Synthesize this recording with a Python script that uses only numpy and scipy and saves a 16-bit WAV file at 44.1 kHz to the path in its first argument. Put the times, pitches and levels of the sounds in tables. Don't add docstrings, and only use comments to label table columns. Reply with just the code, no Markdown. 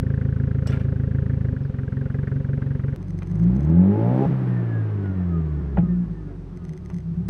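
import sys
import numpy as np
from scipy import signal
from scipy.fft import rfft, irfft, next_fast_len
from scipy.io import wavfile
from scipy.ndimage import uniform_filter1d

SR = 44100
rng = np.random.default_rng(int(sys.argv[2]) if len(sys.argv) > 2 else 0)


def makeup_ratio(level_db):
    decades = np.asarray(level_db, float) / 20
    return 10 ** decades


def wrap_up_sound(samples):
    columns = np.atleast_2d(samples).T
    tamed = np.clip(columns, -1, 1)
    steps = np.round(tamed * 32767).astype(np.int16)
    wavfile.write(sys.argv[1], SR, steps)


N = 321489
T = np.arange(N) / SR
CUT_S = 2.9614

# (time [s], firing rate [Hz])
CABIN_REVS = [(2.96, 47.7), (3.26, 45.8), (3.53, 62.6), (3.95, 105.2), (4.16, 128.6), (4.255, 137),
              (4.43, 127.1), (5.08, 96.7), (5.3, 86.2), (5.48, 76.5), (6.01, 57.1), (6.35, 46.4),
              (6.5, 44.9), (6.7, 40.4), (6.82, 36.7), (7.0, 32.6), (7.1, 32.6), (7.29, 37.9)]
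# (time [s], load [0-1], uneven burning [dB])
DRIVER = [(2.96, 0.38, -0.5), (3.27, 0.6, 1), (3.45, 1, 12.5), (3.8, 0.92, -0.5), (4.255, 0.97, 6.5),
          (4.275, 0.3, 4), (4.55, 0, 4.5), (4.7, 0, -18.5), (5.1, 0, -4.5), (5.55, 0.1, -3),
          (5.9, 0.13, -10.5), (6.2, 0, -12), (6.5, 0, -10.5), (6.9, 0.47, -12), (7.29, 0.87, -9.5)]
# (frequency [Hz], width [Hz], level [dB])
CABIN_MODES = [(101.9, 100, 6), (162.6, 28, 17), (286, 20, 3), (329, 26, 6), (405, 42, -5),
               (480.3, 8.2, -6.5), (563.6, 42, -4.5), (704, 55, -15), (843.5, 62, -7.5)]


def columns(rows, t=T):
    s, *values = np.transpose(rows)
    return [np.interp(t, s, v) for v in values]


def evened(x):
    return x / np.sqrt(np.mean(x ** 2) + 1e-20)


def coloured(x, points):
    size = next_fast_len(len(x))
    hz, db = np.transpose(points)
    gain = makeup_ratio(np.interp(np.log(np.fft.rfftfreq(size, 1 / SR) + 1), np.log(hz), db))
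    return evened(irfft(rfft(x, size) * gain, size)[:len(x)])


def slow(rate_hz):
    knots = rng.standard_normal(400)
    return np.interp(T * rate_hz, np.arange(400), knots) * np.sqrt(3 / 2)


def resonate(x, hz, width):
    turn = np.exp(2j * np.pi * np.cumsum(hz * np.ones(len(x))) / SR)
    r = np.exp(-np.pi * width / SR)
    return 2 * (turn * signal.lfilter([1 - r], [1, -r], x / turn)).real


def resonate_twice(x, hz, width):
    return resonate(resonate(x, hz, width), hz, width)


def response(modes, hz):
    return sum(makeup_ratio(db) / (1 + ((hz - f) / width * 2) ** 2) for f, width, db in modes)


def ring(modes, rise_s, count=6000):
    t = np.arange(count) / SR
    tones = sum(makeup_ratio(db - 60 * t / t60) * np.sin(2 * np.pi * hz * t) for hz, db, t60 in modes)
    return (1 - np.exp(-t / rise_s)) * tones


def burst(hz, spread_s, turn, centre_s):
    t = np.arange(3000) / SR - centre_s
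    return np.exp(-.5 * (t / spread_s) ** 2) * np.sin(2 * np.pi * (hz * t + turn))


def struck(times, dbs, shape):
    train = np.zeros(N)
    at = np.clip(np.round(np.asarray(times) * SR).astype(int), 0, N - 1)
    np.add.at(train, at, makeup_ratio(dbs))
    return signal.oaconvolve(train, shape)[:N]


def puffs(times, dbs, t60, points):
    age = T[:, None] - times
    gate = (makeup_ratio(dbs - 60 * np.maximum(age, 0) / t60) * np.clip(age / 0.00077, 0, 1)).sum(1)
    grain = makeup_ratio(2.5 * evened(uniform_filter1d(rng.standard_normal(N), size=150)))
    return gate * evened(grain * coloured(rng.standard_normal(N), points))


def law(rule, hz, load):
    return rule[0] + rule[1] * np.log2(hz / 100) + rule[2] * load


def idle():
    # (time [s], firing rate [Hz])
    idle_speed = [(0, 26.83), (.6, 26.92), (1.0, 26.37), (1.2, 27.0), (1.42, 26.6), (1.68, 22.05),
                  (1.87, 21.91), (2.2, 23.33), (2.97, 22.62)]
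    # (chuff [dB], after-ring [dB], rasp [dB], chuff pitch [Hz], throat [dB])
    runners = [
        (-2.5, -35.5, 2, 1550, 2.5),
        (0, -8, 5, 1550, -6.5),
        (0, -2.5, 3, 1550, -1),
        (-1, -6, -4.5, 1600, -3),
    ]
    # (frequency [Hz], level [dB], decay t60 [s])
    rasp_modes = [(196.5, -4.5, 0.064), (260, -30.5, 0.027)]
    # (frequency [Hz], level [dB], decay t60 [s])
    throat_modes = [(405.8, -9.5, 0.059), (430, -24.5, 0.0092), (516, -14.5, 0.069)]
    # (frequency [Hz], density [dB per Hz])
    open_air = [(120, -29.5), (255, 8.5), (325, -24), (400, -3), (460, -13), (535, -10.5), (610, -21.5),
                (1000, -23), (1650, -30.5), (3000, -36), (5000, -54), (8000, -68), (12000, -86.5),
                (16000, -90.5)]

    lead = 2000
    turns = np.cumsum(columns(idle_speed)[0]) / SR + 1.17
    at = np.r_[0, np.flatnonzero(np.diff(np.floor(turns))) + lead]
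    at[0] = lead - .0075 * SR
    at = at[at < N]
    firing_db, push_db, chuff_db, loaded = idle_load((at - lead) / SR)
    free_lag_s, loaded_lag_s = .0011, -.0014
    t = at / SR - .022 + free_lag_s + (loaded_lag_s - free_lag_s) * loaded
    gust_db, ring_db, rasp_db, chuff_hz, throat_db = np.array(runners)[(np.arange(len(at)) - 1) % 4].T
    chance = rng.standard_normal((len(at), 4)).T
    firing_db = firing_db + 0.34 * chance[0]

    front = burst(125, .0047, .19, .0222)
    push = burst(82, .0068, -.05, .0221)
    bite = burst(150, .0013, -.25, .0188)
    kick = burst(150, .0015, -.25, .0278)
    thud = burst(38, 0.011, .1, 0.023)
    pipe = struck(t, firing_db, front)
    pipe += struck(t, firing_db + push_db, push)
    pipe += struck(t, firing_db - 7, bite)
    pipe += struck(t, firing_db + ring_db + 3.5 + chance[1], kick)
    pipe += struck(t, firing_db - 32 + 16 * loaded, thud)

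    echo = t + .0258
    low_ring = -ring([(140.35, -3.5, 0.28)], 0.0023)
    mid_ring = ring([(259.5, -10.5, 0.18)], 0.0008)
    pipe += struck(echo, firing_db + ring_db + 4.5 * loaded + chance[1], low_ring)
    pipe += struck(echo + .0048, firing_db + 0.6 * ring_db + 2.5 * loaded + chance[1], mid_ring)
    pipe += struck(t + 0.02124, firing_db + rasp_db + chance[2], ring(rasp_modes, 0.0019))
    tip_db = firing_db + throat_db + loaded + 1.5 * chance[2] + 1.5
    pipe += struck(t + .0185, tip_db, ring(throat_modes, .004))

    age = np.arange(2500) / SR
    puff = (1 - np.exp(-age / 0.0025)) * makeup_ratio(-60 * age / 0.055)
    gate = struck(t + .0155, chuff_db + gust_db + 1.2 * chance[3], puff)
    pitch_hz = np.interp(np.arange(N), t * SR + lead / 2, chuff_hz * (1 + 0.008 * chance[3]))
    gas = rng.standard_normal(N)
    chuff = evened(resonate(resonate(gas, pitch_hz, 630), pitch_hz, 700))
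    chuff += makeup_ratio(-14.0) * evened(resonate_twice(gas[::-1], pitch_hz, 400))
    chuff += makeup_ratio(10.0) * coloured(gas, open_air)

    out = np.r_[(pipe + gate * chuff)[lead:], np.zeros(lead)]
    out = signal.lfilter(*signal.iirnotch(324, 6.0, SR), out)
    return out + makeup_ratio(-40.5) * coloured(rng.standard_normal(N), open_air)


def idle_load(t):
    drag_s, drag_rise_s = 1.53, 0.045
    recover_s = 0.28
    loaded = np.clip((t - drag_s) / drag_rise_s, 0, 1)
    sag = loaded * np.exp(-np.maximum(t - drag_s - drag_rise_s, 0) / recover_s)
    firing_db = -17 - 2.5 * loaded - 1.5 * sag
    push_db = -2 - 3 * loaded
    chuff_db = -39.5 + 2.5 * loaded - 7.5 * sag
    return firing_db, push_db, chuff_db, loaded


def cabin_engine():
    hz = columns(CABIN_REVS)[0]
    load, uneven_db = columns(DRIVER)
    return hz, np.cumsum(hz) / SR, load, uneven_db


def exhaust():
    # (level at 100 firings/s [dB], slope [dB per octave of speed], load gain [dB])
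    low_rules = [
        (2, -2, 2),
        (-18.5, 19.5, -0.5),
        (-11, 2.5, 14),
        (-21.5, 21, 12.5),
        (-14.5, 6.5, 16.5),
    ]
    # (time [s], level change [dB])
    skips = [
        (4.264, -6),
        (5.62, -1.5),
        (5.769, 4.5),
        (6.03, -8),
        (6.76, -13),
    ]

    hz, turns, load, uneven_db = cabin_engine()
    boost = boosted(hz, load)
    load_db = law((-41.5, 19.2, 18.1), hz, boost)
    dull_db = law((10.7, -3, -7.5), hz, boost)
    scatter = .12

    low_orders = (1, 1.5, 2, 2.5, 3)
    low = []
    for k, rule in zip(low_orders, low_rules):
        waver_db = slow(21) + (k == 1.5) * 0.47 * uneven_db
        low.append(low_order(k, rule, hz, load) * makeup_ratio(waver_db))
    out = np.zeros(N)
    for k, size in zip(low_orders, low):
        out += size * np.cos(2 * np.pi * (k * turns + scatter * rng.standard_normal()))
    out += makeup_ratio(-35.0 + 3.1 * slow(7.6)) * low[0] * np.sin(np.pi * turns)
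    out *= makeup_ratio(sum(db * np.exp(-.5 * ((T - s) / 0.016) ** 2) for s, db in skips))

    for k in range(7, 30):
        order = k / 2
        waver_db = (2.5 if k % 2 == 0 else 4.5) * slow(13)
        db = load_db - dull_db * np.log2(order * hz / 300) + waver_db - 7 * (k % 2)
        stray = scatter * (rng.standard_normal() + .5 * slow(9))
        out += makeup_ratio(db) * response(CABIN_MODES, order * hz) * np.cos(2 * np.pi * (order * turns + stray))
    return out


def low_order(k, rule, hz, load):
    # (frequency [Hz], width [Hz], loaded level [dB], change when shut [dB])
    floor_modes = [(79, 88, -30.5, -2.5), (115.5, 41, -28, -2), (147.9, 2.1, -29.5, 2.5),
                   (165.2, 27.3, -22.5, 11), (179.5, 12.4, -12.5, -10), (199.1, 16, -17, -8.5),
                   (250, 17, -31.5, -9), (279, 24, -29.5, 4.5), (329, 15, -27.5, -6), (402, 4.5, -25.5, -7)]
    f = k * hz
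    modes = [(mode_hz, width, db + shut_db * (1 - load)) for mode_hz, width, db, shut_db in floor_modes]
    null = 1 - .8 / (1 + ((f - 216.5) / 18 * 2) ** 2)
    bass_cut = 1 + (52.6 / f) ** 5.3
    return np.sqrt(2) * makeup_ratio(law(rule, hz, load)) * response(modes, f) * null / bass_cut


def boosted(hz, load):
    return load * (1 - 0.15 / (1 + np.exp((hz - 97) / 5.5)))


def overrun():
    # (frequency [Hz], width [Hz], level [dB])
    coast_modes = [(287, 53, -45), (365, 40, -44.5), (408, 34, -45)]
    hz, turns, load, _ = cabin_engine()
    shut = (T > DRIVER[5][0]) * (1 - load)
    out = np.zeros(N)
    for k in (3, 4, 5, 6):
        out += response(coast_modes, k * hz) * makeup_ratio(1.5 * slow(8)) * np.cos(2 * np.pi * k * turns)
    return shut * out


def pops():
    # (time [s], boom [dB], crack [dB])
    fuel_pops = [
        (4.249, -19, -56.5),
        (5.599, -27, -67.5),
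        (5.658, -38, -57),
        (5.771, -14, -16),
        (5.822, -18, -40),
        (6.936, -32.5, -59),
        (7.173, -38.5, -65),
    ]
    # (frequency [Hz], level [dB], decay t60 [s])
    crack_modes = [(479, -13, .16), (582, -3, .06), (678, -10, .1), (790, 0, .025), (805, -13, .09),
                   (870, -1, .025), (1001, -8, .02), (1190, -10, .02), (1405, -8, .03), (1620, -10, .02),
                   (1900, -9, .02), (2476, -22, .03), (2918, -26, .03)]
    s, boom_db, crack_db = np.transpose(fuel_pops)
    boom_modes = [(169.3, 6.0, 0.34), (116.0, 7.5, 0.056), (56.4, -17.0, 0.017), (311, -8.0, 0.099)]
    boom = ring(boom_modes, 0.0028, count=9000)
    return struck(s + 0.01, boom_db, boom) + struck(s, crack_db, ring(crack_modes, 0.0028))


def swells():
    # (start [s], length [s], frequency [Hz], level [dB])
    air_swells = [(5.566, 0.061, 170, -26.5), (5.865, 0.2, 178, -18), (6.082, .05, 177.3, -25),
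                  (6.143, 0.056, 163.8, -28), (6.248, 0.031, 165.4, -29.5), (6.511, 0.07, 178, -35),
                  (6.621, 0.063, 176, -30.5), (6.667, 0.063, 160.8, -29.5), (6.787, 0.13, 179.6, -33),
                  (6.931, 0.06, 172, -25), (7.037, 0.11, 168, -25), (7.165, .065, 174, -22),
                  (7.245, 0.092, 178.9, -24)]
    throb = 1 + .2 * np.cos(2 * np.pi * cabin_engine()[1])
    out = np.zeros(N)
    for s, length, hz, db in air_swells:
        arch = np.sqrt(np.sin(np.pi * np.clip((T - s) / length, 0, 1)) + 1e-9) ** 0.83
        out += makeup_ratio(db) * arch * np.sin(2 * np.pi * hz * T)
    shake = resonate_twice(rng.standard_normal(N), 65, 110)
    return throb * out + makeup_ratio(-45) * evened(shake)


def cabin_noise():
    # (frequency [Hz], density [dB per Hz])
    bay_air = [(120, -33), (270, 6), (370, 3.5), (520, -5.5), (1000, -12), (1720, -16.5), (2480, -26),
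               (4000, -39), (6300, -55), (9000, -60), (12000, -90), (16000, -95)]
    # (multiple of the firing rate, level over the hiss [dB])
    whine_orders = [(14.9, -2), (19.8, -6), (24.7, -8), (29.6, -7), (34.6, -7)]
    # (frequency [Hz], width [Hz], level [dB])
    housing_modes = [(1100, 70, -2), (1245, 55, 5), (1440, 70, 1), (1670, 70, 2), (1790, 55, 1),
                     (2750, 300, -21)]

    hz, turns, load, uneven_db = cabin_engine()
    boom_db = law((-39, -1.5, .1), hz, load) + uneven_db
    rumble_db = law((-59, 14, 3.5), hz, boosted(hz, load)) + 1.5 * uneven_db
    hiss_db = law((-52, 9, 3.4), hz, load)
    noise = rng.standard_normal((3, N))
    boom = evened(resonate_twice(noise[0], 176, 21))
    rumble = evened(sum(makeup_ratio(db) * resonate_twice(noise[1], f, 21.0 * w) for f, w, db in CABIN_MODES[2:]))
    throb = 1 + 0.037 * np.cos(2 * np.pi * turns)
    hiss = makeup_ratio(12.5 + 0.5 * slow(25)) * throb * coloured(noise[2], bay_air)
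    whine = np.zeros(N)
    for k, db in whine_orders:
        size = makeup_ratio(db + 4.0 + 2.9 * slow(9.5)) * response(housing_modes, k * hz)
        whine += size * np.sin(2 * np.pi * k * turns)
    whine *= np.interp(T, [4.2, 4.5], [.25, 1])
    return makeup_ratio(boom_db) * boom + makeup_ratio(rumble_db) * rumble + makeup_ratio(hiss_db) * (hiss + whine)


def clunks():
    # (time [s], ring [dB], rattle [dB], rattle decay t60 [s])
    bounces = [
        (0.672, -41, -36.5, 0.2),
        (0.689, -72, -43.5, 0.44),
        (0.72, -63, -36, 0.24),
        (0.769, -74, -57, 0.17),
        (.795, -76, -46, 0.29),
    ]
    # (frequency [Hz], level [dB], decay t60 [s])
    clutch_modes = [(1400, -16, .1), (2900, -6, .05), (3400, -9, .05), (5100, -2, .03), (5450, -3, .1),
                    (5787, -9, .06), (6266, -9, .05), (7709, -4, .07), (10800, -10, .04)]
    # (frequency [Hz], density [dB per Hz])
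    rattle_colour = [(500, 2.5), (900, -6), (1400, -9.5), (2100, -10), (3500, -19), (5500, -32.5),
                     (8000, -35), (12000, -47.5), (16000, -52)]
    # (time [s], level [dB], decay t60 [s])
    trim_knocks = [
        (3.008, -50, 0.063),
        (3.22, -39, 0.062),
        (5.057, -36.5, 0.041),
        (5.771, -52.5, 0.062),
        (5.783, -37, 0.077),
        (6.9, -43.5, 0.12),
        (7.283, -41, 0.046),
    ]
    # (frequency [Hz], density [dB per Hz])
    knock_colour = [(150, -28), (400, 11.5), (1000, 5.5), (2200, -3.5), (3000, -11), (5000, -33),
                    (9000, -46), (16000, -72)]
    s, ring_db, rattle_db, t60 = np.transpose(bounces)
    plate = struck(s, ring_db, ring(clutch_modes, 0.00027)) + puffs(s, rattle_db, t60, rattle_colour)
    return plate + puffs(*np.transpose(trim_knocks), knock_colour)


def rings():
    # (time [s], level [dB])
    plate_hits = [
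        (.726, -36),
    ]
    # (frequency [Hz], level [dB], decay t60 [s])
    plate_modes = [(1390, 0, .17), (1770, -11, .06), (2340, -9, .1), (2840, -6, .04), (3500, -9, .03),
                   (4590, -15, .03)]
    # (time [s], level [dB])
    late_hits = [
        (.797, -48),
    ]
    # (frequency [Hz], level [dB], decay t60 [s])
    late_modes = [(1440, -2, .1), (2360, 0, .15), (3250, -8, .05)]
    # (time [s], level [dB], decay t60 [s])
    spits = [
        (.669, -46, .09),
        (.702, -58, .08),
        (7.284, -43, .04),
    ]
    # (frequency [Hz], density [dB per Hz])
    spit_colour = [(1500, -11.5), (3000, -9), (5300, 3), (6800, -6.5), (8000, -2), (11000, -14),
                   (16000, -24)]
    # (time [s], level [dB])
    clip_hits = [
        (3.222, -43),
    ]
    # (frequency [Hz], level [dB], decay t60 [s])
    clip_modes = [(1250, -4, .015), (1650, -3, .015), (2080, -1, .03), (2420, 0, .035), (2800, -4, .015),
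                  (3150, -5, .02), (3700, -9, .012)]
    out = struck(*np.transpose(plate_hits), ring(plate_modes, 0.0019, count=9000))
    out += struck(*np.transpose(late_hits), ring(late_modes, 0.0039, count=9000))
    out += puffs(*np.transpose(spits), spit_colour)
    return out + struck(*np.transpose(clip_hits), ring(clip_modes, 0.00021))


def chatter():
    # (time [s], frequency [Hz], level [dB], decay t60 [s])
    loose_parts = [(.678, 2900, -38, .04), (.692, 3400, -47, 0.035), (.695, 1650, -35, .06),
                   (.705, 5900, -46, .03), (.722, 3500, -43, .04), (.731, 2880, -42, 0.033),
                   (.734, 2070, -45, .04), (.748, 2330, -45, .06), (.757, 2180, -45, 0.056),
                   (.772, 1650, -44, 0.044), (.795, 5800, -58, 0.031), (.808, 1710, -38, 0.048),
                   (.846, 1670, -45, .06)]
    # (time [s], frequency [Hz], level [dB], decay t60 [s])
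    cabin_trim = [(5.2, 680, -36, 0.078), (3.8, 310, -35.5, 0.13), (6.3, 450, -40.5, 0.17),
                  (5.9, 550, -38.5, 0.097), (5.785, 830, -36.5, 0.14), (6.3, 690, -45, .12),
                  (11, 415, -29, 0.07), (6.895, 380, -35, 0.055), (5.4, 250, -23, .06)]
    out = np.zeros(N)
    for s, hz, db, t60 in loose_parts + cabin_trim:
        rise_s = 1.2 * np.sqrt(3 / hz) / 20
        out += struck([s], [db], ring([(hz, 0, t60)], rise_s, count=5000))
    return out


def lens():
    # (start [s], steps, peak [dB])
    motor_runs = [
        (3.1061, 1, -49),
        (3.1894, 1, -47),
        (3.2313, 7, -50),
        (3.5655, 3, -50),
        (6.6516, 4, -48),
        (6.8601, 4, -49),
    ]
    # (time [s], peak [dB])
    stray_steps = [(3.0282, -52), (3.0831, -53), (3.2991, -58), (3.4288, -54), (3.5531, -57), (3.6324, -54),
                   (3.6992, -55), (6.5733, -53), (6.9659, -52), (7.0048, -58)]
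    # (frequency [Hz], level [dB], decay t60 [s])
    barrel_modes = [(2020, -1, .012), (3300, -5, .005), (4300, -4, .005), (5200, -3, .005),
                    (6140, -2, .007), (7300, -7, .004), (8000, -6, .004), (9300, -8, .004),
                    (10800, -13, .003)]
    step_s = .0417
    steps = [(start + step_s * i, db) for start, count, db in motor_runs for i in range(count)]
    s, db = np.transpose(steps + stray_steps)
    db = db + .8 * rng.standard_normal(len(db))
    tick = ring(barrel_modes, 0.00017, count=800)
    light = ring(barrel_modes[3:], .0001, count=200) * np.hanning(400)[200:]
    return struck(s - .0005, db + 6.5, tick) + struck(s - .0085, db - 4.0, light)


def bird():
    # (time [s], pitch [Hz], level [dB])
    whistle = [
        (1.62, 5500, -95),
        (1.635, 5200, -69),
        (1.665, 4400, -69),
        (1.68, 4000, -95),
    ]
    hz, db = columns(whistle)
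    sounding = (T > whistle[0][0]) * (T < whistle[-1][0])
    return makeup_ratio(db) * sounding * np.sin(2 * np.pi * np.cumsum(hz) / SR)


def vent():
    return makeup_ratio(-49) * evened(resonate_twice(rng.standard_normal(N), 366, 30))


def scene():
    inside = np.clip((T - CUT_S) / .003 + .5, 0, 1)
    cabin = exhaust() + overrun() + pops() + swells() + cabin_noise() + vent()
    mix = inside * cabin + (1 - inside) * idle()
    mix += clunks() + rings() + chatter() + lens() + bird()
    mix -= makeup_ratio(-14.5 - 60 * T / .02)
    mix *= 1 - makeup_ratio(-60 * T[::-1] / .008)
    mix -= makeup_ratio(-12 - 60 * T[::-1] / .006)
    return (mix + struck([CUT_S], [-29], makeup_ratio(-60 * T[:400] / 0.0095)))[None]


def roll_off(x):
    return signal.sosfilt(signal.butter(12, 15800, fs=SR, output="sos"), x)


def record(dry):
    # (frequency [Hz], density [dB per Hz])
    mic_noise = [(1000, -3.5), (3000, -1.5), (6000, -6.5), (9000, -15), (12000, -21), (16000, -37)]
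    x = dry + makeup_ratio(-69.5) * coloured(rng.standard_normal(N), mic_noise)
    x = signal.sosfilt(signal.butter(2, 35, "high", fs=SR, output="sos"), x)
    x = signal.lfilter(*signal.iirnotch(6950, 18, SR), x)
    power_db = 10 * np.log10(abs(uniform_filter1d(x ** 2, 2000)) + 1e-12)
    top = signal.sosfiltfilt(signal.butter(8, 4900, "high", fs=SR, output="sos"), x)
    x = x - top * np.clip(power_db + 15.5, 0, 1)
    return roll_off(x)


dry = scene()
out = record(dry)
wrap_up_sound(out)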